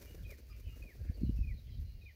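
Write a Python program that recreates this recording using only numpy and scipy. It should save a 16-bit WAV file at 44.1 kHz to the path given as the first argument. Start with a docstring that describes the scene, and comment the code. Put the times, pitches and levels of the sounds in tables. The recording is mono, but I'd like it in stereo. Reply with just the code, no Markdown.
"""Peacock on a lawn

Feathers rustle faintly as a peacock turns with its train spread: noise grains, ticks and short strokes.
Its wings flap softly in dull puffs of noise; a bird repeats a short flat note and a falling one, as sines.
Other birds twitter far off in the trees: gliding tones, echoed and partly blurred by decaying noise.
Light wind, as low noise, rumbles mostly on the left port of the microphone, with a few soft one-cycle
bumps, over a faint outdoor floor of noise."""
import sys
import numpy as np
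from scipy import signal
from scipy.fft import rfft, irfft, next_fast_len
from scipy.io import wavfile
from scipy.ndimage import uniform_filter1d, map_coordinates

SR = 44100
rng = np.random.default_rng(int(sys.argv[2]) if len(sys.argv) > 2 else 0)


def int16_out(signal):
    """Quantize to a 16-bit WAV file."""
    q = np.round(np.clip(np.atleast_2d(signal).T, -1, 1) * 32767)
    wavfile.write(sys.argv[1], SR, q.astype(np.int16))


N = 94815

# Steady feather rustle, before RUSTLE_GAIN_DB: time_s, level_db
RUSTLE_LEVEL = [(0.0, -64), (0.15, -66.5), (0.3, -76.5), (0.46, -74.5), (0.93, -71), (1.12, -74.5),
                (2.15, -84)]
# Brief feather strokes: start_s, length_s, level_db
FEATHER_STROKES = [(.008, 0.034, -57.5), (0.055, 0.0067, -56), (0.08, 0.11, -71.5), (0.119, 0.0065, -64),
                   (0.264, 0.12, -64), (0.301, 0.019, -56.5), (0.369, 0.049, -65), (0.468, 0.0054, -65),
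                   (0.475, 0.049, -67.5), (0.556, 0.068, -68.5), (0.596, 0.019, -63), (0.755, 0.042, -65),
                   (0.78, 0.049, -68), (0.958, 0.021, -68), (1.35, 0.046, -70.5), (1.789, 0.064, -71)]
# Relative spectrum of the feathers: frequency_hz, level_db
FEATHER_SPECTRUM = [(530, -53), (900, -2.5), (1130, -4.5), (1700, 1), (2080, 0), (2460, -0.5), (2640, -2.5),
                    (2840, -4), (3320, -7.5), (3520, -6), (4420, -4), (5960, -1), (8430, -10.5), (15100, 0),
                    (15700, -17)]
RUSTLE_GAIN_DB, GRAIN_SWING_DB = 1, 1
TICKS_PER_S, TICK_DB = 90, 19.5  # dry ticks of quills, level over the scraping

# Soft flaps of the wings: start_s, length_s, level_db
WING_FLAPS = [(.005, 0.05, -60), (0.098, 0.022, -56), (0.175, 0.012, -59), (0.289, 0.021, -62),
              (0.315, 0.016, -53), (0.385, 0.032, -62.5), (0.479, 0.0082, -65), (0.57, 0.057, -66.5),
              (0.654, 0.065, -66), (0.758, 0.028, -59), (0.788, 0.037, -63), (0.833, 0.043, -58.5),
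              (0.953, 0.01, -60), (1.041, 0.043, -59.5)]
# Soft swish of the wings between flaps: time_s, level_db
WING_SWISH = [(0, -63.5), (.3, -65.5), (.45, -75), (1.0, -69), (1.35, -66.5), (1.6, -75), (2.15, -77.5)]
# Relative spectrum of the wings: frequency_hz, level_db
WING_SPECTRUM = [(100, -4.5), (250, 3), (420, 1), (600, -4.5), (850, -21.5), (1400, -28.5), (3000, -32)]
WING_SIDE_DB = -8  # left-right difference signal relative to the common one

# Two-note chirps: start_s, flat_note_db, falling_note_db, fall_length_s, fall_depth_hz, left_over_right_db
TWO_NOTE_CHIRPS = [(0.248, -57.5, -56.5, 0.064, 680, -1), (0.821, -58, -59.5, 0.078, 816, 1.2),
                   (1.430, -59.5, -56.5, .066, 632, 0), (2.014, -64, -57, 0.067, 657, .1)]
FLAT_HZ, FLAT_SAG_HZ, FALL_START_HZ = 2530, 72.4, 2488
FLAT_S, SECOND_NOTE_S = 0.0224, 0.04  # glide of the first note; start of the second after the first
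FLAT_ATTACK_S, FLAT_RELEASE_S = 0.005, 0.0035
FALL_ATTACK_S, FALL_RELEASE_S, FALL_FADE_DB = 0.009, 0.018, 14
FALL_CURVE_RAD = 1.3  # stretch of the squared sine that shapes the falling pitch
LEFT_LEAD_S = 0.00008  # the direct chirps reach the left port first
CHIRP_ECHO_DB = -11.5

# Distant notes, peak level before FAR_GAIN_DB:
# start_s, length_s, start_hz, end_hz, level_db, roughness_0_to_1, left_lead_rad
DISTANT_NOTES = [(0.031, 0.056, 2430, 2294, -64.5, .1, 4), (0.056, 0.064, 2881, 2890, -60.5, 0.15, 3.5),
                 (0.176, 0.03, 1748, 1640, -70.5, 0.43, -1.5), (0.232, 0.019, 3750, 2920, -70, 0.24, 5),
                 (0.248, 0.031, 3980, 3880, -73, .2, 1.5), (0.496, 0.035, 1277, 1170, -65, 0.17, -2),
                 (0.499, 0.028, 4830, 5050, -68.5, 0.26, 1), (0.503, 0.042, 2400, 2520, -64, 0.86, 4),
                 (0.634, 0.043, 3020, 2910, -62.5, .3, 2.5), (0.654, .022, 2520, 2720, -68, 0.33, 1),
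                 (0.669, 0.061, 2860, 2815, -60.5, .12, 3), (0.677, 0.022, 2657, 2463, -63, 0.34, 2),
                 (0.722, 0.034, 1328, 1200, -72, 0.19, -1.8), (0.961, 0.14, 1603, 1560, -70, 0.46, 3.5),
                 (1.044, 0.073, 2616, 1726, -68.5, 0.89, 1.3), (1.135, 0.03, 4590, 4420, -70.5, .4, 1),
                 (1.167, 0.027, 3120, 2350, -68.5, 0.5, 2.5), (1.197, 0.098, 4400, 3964, -70.5, 0.4, 1.5),
                 (1.253, 0.06, 2936, 2827, -68.5, 0.33, 2), (1.298, 0.15, 5290, 5240, -71.5, 1, -2.5),
                 (1.367, 0.025, 2680, 2597, -69, 0.45, 4.5), (1.539, 0.017, 4200, 4140, -69, 0.1, 0.9),
                 (1.567, 0.036, 4150, 3850, -68, 0.58, 1.45), (1.632, 0.062, 3500, 2933, -71, 1, 4),
                 (1.679, 0.023, 2270, 1940, -73, 0.48, 0.5), (1.697, 0.027, 4100, 3820, -66, 0.28, -2.5),
                 (1.7, 0.032, 4920, 4860, -69.5, 0.62, 2), (1.712, 0.049, 3200, 3110, -73.5, 0.4, 0),
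                 (1.736, .02, 3760, 5100, -67, 0.4, 4), (1.747, 0.04, 4350, 3560, -72, .55, 1.5),
                 (1.838, 0.12, 4150, 4140, -72.5, .4, 1.3), (1.85, 0.052, 2870, 2850, -71, 0.2, 3.5),
                 (1.916, 0.093, 2880, 2730, -76, 0.2, 4), (2.004, 0.039, 3940, 3770, -74, 0.18, -1.5),
                 (2.033, 0.016, 4230, 4060, -73, 0.2, -1.5), (2.048, 0.015, 3780, 3580, -67.5, .1, -2.1),
                 (2.06, 0.036, 3100, 2870, -68, 0.25, 3)]
FAR_GAIN_DB, FAR_ECHO_DB = 2.5, -7
ROUGH_HZ, FAR_BLUR_S = 320.5, 0.0066  # pitch spread at roughness 1; decay constant of the blur

# Reverberation time of the foliage: frequency_hz, t60_s
FOLIAGE_T60 = [(500, 0.049), (2300, 0.31), (6000, 0.12)]

# Gust strength, before WIND_GAIN_DB and panning: time_s, level_db
WIND_LEVEL = [(0, -53.5), (.08, -51.5), (.2, -48.5), (.25, -41.5), (.33, -48.5), (.39, -57.5), (.55, -47),
              (.63, -52.5), (.7, -44.5), (.77, -54), (.84, -44), (.89, -60), (.97, -53.5), (1.01, -41),
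              (1.07, -49.5), (1.15, -53.5), (1.24, -40), (1.36, -38), (1.54, -40.5), (1.61, -53.5),
              (1.68, -45.5), (1.76, -45.5), (1.82, -39.5), (1.9, -48), (2.05, -51), (2.15, -62.5)]
# Balance of the wind between the ports: time_s, left_over_right_db
WIND_BALANCE = [(0, -1), (.25, 8), (.4, -0.5), (.55, 10), (.9, 3), (1.1, 16), (1.5, 10.5), (1.85, 5),
                (2.15, -4)]
# Relative spectrum of the wind rumble: frequency_hz, level_db
RUMBLE_SPECTRUM = [(12, -45), (20, -24.5), (32, -8.5), (50, 4), (70, -0.5), (123, -14), (182, -27.5),
                   (247, -28), (330, -46.5), (660, -85.5)]
WIND_GAIN_DB = 2

# Bumps on the microphone: centre_time_s, frequency_hz, left_peak_db
MICROPHONE_BUMPS = [(0.673, 68.5, -31.5), (1.101, 71, -22.5), (1.1, 172, -30.5), (1.219, 209, -31),
                    (1.2362, 206, -18.5), (1.251, 101, -27.5), (1.267, 166, -32), (1.296, 211, -21.5),
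                    (1.299, 96, -21), (1.391, 187, -32.5), (1.412, 56.3, -21), (1.799, 70, -27.5)]
BUMP_CYCLES, BUMP_LEFT_OVER_RIGHT_DB = 0.66, 33  # the first sets the half length of a bump

# Relative spectrum of the outdoor floor: frequency_hz, level_db
FLOOR_SPECTRUM = [(200, -29), (600, 4), (1100, -7.5), (1600, -3), (2300, 5), (2900, 1.5), (3500, -2.5),
                  (4500, 6), (5500, -1), (6800, -6.5), (7500, -17.5), (11000, -7), (15500, -1)]
FLOOR_DB = -69.5

TOP_HZ = 15780  # band limit


def amp(db):
    """Logarithmic levels: decibels to amplitude gain."""
    return 10 ** (np.asarray(db) / 20)


def unit(x):
    """Power normalisation: scale to rms 1."""
    return x / np.sqrt(np.mean(x ** 2) + 1e-20)


def along(points, hz):
    """Logarithmic frequency axis: interpolate between (Hz, value) points."""
    f, v = np.transpose(points)
    return np.interp(np.log(hz + 1), np.log(f + 1), v)


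def curve(rows):
    """Piecewise linear envelope: one value per sample from (s, value) rows."""
    return np.interp(np.arange(N) / SR, *np.transpose(rows))


def wobble(rate):
    """Slow random modulation: a smooth curve through random knots, rate of them a second."""
    knots = rng.standard_normal(N // 8)
    return map_coordinates(knots, [np.arange(N) * rate / SR], mode="wrap")


def filtered(x, response):
    """Linear filtering: multiply the spectrum of x by a response of frequency."""
    size = next_fast_len(N + SR // 2)
    spectrum = rfft(x, size) * response(np.fft.rfftfreq(size, 1 / SR))
    return irfft(spectrum, size)[..., :N]


def noise(spectrum):
    """Incoherent sources: independent coloured noise on the two ports."""
    white = rng.standard_normal((2, N))
    return unit(filtered(white, lambda hz: amp(along(spectrum, hz))))


def gate(t, length, attack, release):
    """Amplitude envelope: sine attack, hold and squared-sine release."""
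    rise = np.sin(np.pi / 2 * np.clip(t / attack, 0, 1))
    fall = np.sin(np.pi / 2 * np.clip((length - t) / release, 0, 1)) ** 2
    return rise * fall


def add_events(power, events):
    """Incoherent addition: add the power of short (s, length s, dB) events."""
    t = np.arange(N) / SR
    for start, length, db in events:
        power = power + (amp(db) * gate(t - start, length, length / 3, length / 2)) ** 2
    return power


def tone(hz):
    """Frequency modulation: a sine of rms 1 whose phase integrates the pitch."""
    return np.sqrt(2) * np.sin(2 * np.pi * np.cumsum(hz) / SR)


def panned(x, db):
    """Interaural-style level difference: mono to stereo, db of left over right."""
    return x * amp([[db / 2], [-db / 2]])


def trees(x):
    """Diffuse reverberation: foliage echoes as noise decaying at a rate set by frequency."""
    hz, t, z = signal.stft(rng.standard_normal((2, SR // 2)), SR, nperseg=256)
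    decay = np.exp(-np.log(1000) * t / along(FOLIAGE_T60, hz)[:, None])
    tail = signal.istft(z * decay, SR, nperseg=256)[1]
    tail = tail / np.linalg.norm(tail[0])
    delayed = np.pad(x, (SR // 100, 0))  # 10 ms before the echo begins
    return signal.fftconvolve(delayed[None], tail, axes=1)[:, :N]


def feathers(grain_rate=1300):
    """Friction noise: barbs scrape in tiny grains and quills tick, in a fading rustle and brief strokes."""
    rustle = amp(curve(RUSTLE_LEVEL) + RUSTLE_GAIN_DB + 1.3 * wobble(25.8)) ** 2
    power = add_events(rustle, FEATHER_STROKES)
    grains = rng.standard_normal((2, N)) * amp(GRAIN_SWING_DB * wobble(grain_rate))
    tick_here = rng.random(N) < TICKS_PER_S / SR
    ticks = tick_here * rng.standard_normal(N) * amp(TICK_DB)
    scrape = unit(filtered(grains + ticks, lambda hz: amp(along(FEATHER_SPECTRUM, hz))))
    return np.sqrt(power) * scrape


def wings():
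    """Air displacement: each flap pushes a short dull puff, nearly alike on both ports."""
    swish = amp(curve(WING_SWISH) + 4.62 * wobble(60)) ** 2
    power = add_events(swish, WING_FLAPS)
    mid, side = noise(WING_SPECTRUM) * np.sqrt(power) * amp([[0], [WING_SIDE_DB]])
    return np.array([mid + side, mid - side])


def chirps(waver_hz=14, flutter_db=2.26, fall_flutter_db=2):
    """Pitch glide: a nearly flat whistle, then one that swells, falls and grows unsteady as it fades."""
    out = np.zeros((2, N))
    for start, flat_db, fall_db, fall_s, drop_hz, pan in TWO_NOTE_CHIRPS:
        t = np.arange(N) / SR - start
        fall_t = t - SECOND_NOTE_S
        flat_part = np.clip(t / FLAT_S, 0, 1)
        fall_part = np.clip(fall_t / fall_s, 0, 1)
        waver = waver_hz * wobble(250)

        flat_gate = gate(t, FLAT_S + FLAT_RELEASE_S / 2, FLAT_ATTACK_S, FLAT_RELEASE_S)
        flat_hz = FLAT_HZ - FLAT_SAG_HZ * flat_part + waver
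        flat = amp(flat_db) * flat_gate * tone(flat_hz)

        fall_level = fall_db - FALL_FADE_DB * fall_part ** 2 + fall_flutter_db * fall_part * wobble(250)
        fall_gate = gate(fall_t, fall_s + FALL_RELEASE_S / 2, FALL_ATTACK_S, FALL_RELEASE_S)
        glide = (np.sin(FALL_CURVE_RAD * fall_part) / np.sin(FALL_CURVE_RAD)) ** 2  # S-shaped, 0 to 1
        fall_hz = FALL_START_HZ - drop_hz * glide + (1 + fall_part) * waver
        fall = amp(fall_level) * fall_gate * tone(fall_hz)

        out += panned((flat + fall) * amp(flutter_db * wobble(150)), pan)
    ports = np.array([[1], [-1]])
    direct = filtered(out, lambda hz: np.exp(1j * np.pi * hz * LEFT_LEAD_S * ports))
    return direct + amp(CHIRP_ECHO_DB) * trees(out.mean(0))


def far_birds(flutter_db=2):
    """Multipath propagation: faint gliding notes, the rough ones blurred by many paths through the trees."""
    out = np.zeros((2, N))
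    blur_t = np.arange(SR // 16) / SR
    for start, length, start_hz, end_hz, db, rough, lead in DISTANT_NOTES:
        t = np.arange(N) / SR - start
        hz = np.interp(t, [0, length], [start_hz, end_hz]) + rough * ROUGH_HZ * wobble(1200)
        phase = 2 * np.pi * np.cumsum(hz) / SR + np.array([[lead / 2], [-lead / 2]])
        note = amp(db) * gate(t, length, length / 4, length / 5) * np.sin(phase)
        paths = rng.standard_normal(SR // 16) * np.exp(-blur_t / FAR_BLUR_S)
        paths = paths / np.linalg.norm(paths)
        blur = signal.fftconvolve(note, paths[None], axes=1)[:, :N]
        share = np.clip(rough, 0, 1)
        out += np.sqrt(1 - share ** 2) * note + share * blur
    out = out * amp(FAR_GAIN_DB + flutter_db * wobble(160))
    return out + amp(FAR_ECHO_DB) * trees(out[0])


def wind():
    """Turbulent pressure: gusts buffet the two ports separately, the stronger ones mostly the left."""
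    rumble = noise(RUMBLE_SPECTRUM)
    # Even out the rumble over 40 ms so that the gust curve sets its level
    local_power = np.abs(uniform_filter1d(rumble ** 2, size=SR // 25, axis=1))
    rumble = rumble / np.sqrt(local_power + 0.00041)
    pan = curve(WIND_BALANCE)
    return rumble * amp(curve(WIND_LEVEL) + WIND_GAIN_DB + np.array([pan, -pan]) / 2)


def bumps():
    """Pressure pulses: dull pushes, about one cycle long, almost wholly on the left port."""
    out = np.zeros(N)
    for centre, hz, db in MICROPHONE_BUMPS:
        cycles = (np.arange(N) / SR - centre) * hz
        envelope = 1 / (1 + (cycles / BUMP_CYCLES) ** 2 / 2) ** 3
        push = -np.sin(2 * np.pi * cycles) * envelope
        out += amp(db) * push / np.abs(push).max()
    return out * amp([[0], [-BUMP_LEFT_OVER_RIGHT_DB]])


def outdoor_floor():
    """Ambient noise: a steady coloured hiss, unrelated between the ports."""
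    return amp(FLOOR_DB) * noise(FLOOR_SPECTRUM)


def scene():
    """Superposition: feathers, wings, birds and wind add over the outdoor floor."""
    peacock = feathers() + wings()
    birds = chirps() + far_birds()
    return peacock + birds + wind() + bumps() + outdoor_floor()


def record(dry):
    """Band limiting: nothing is kept from TOP_HZ upward."""
    return filtered(dry, lambda hz: hz < TOP_HZ)


dry = scene()
out = record(dry)
int16_out(out)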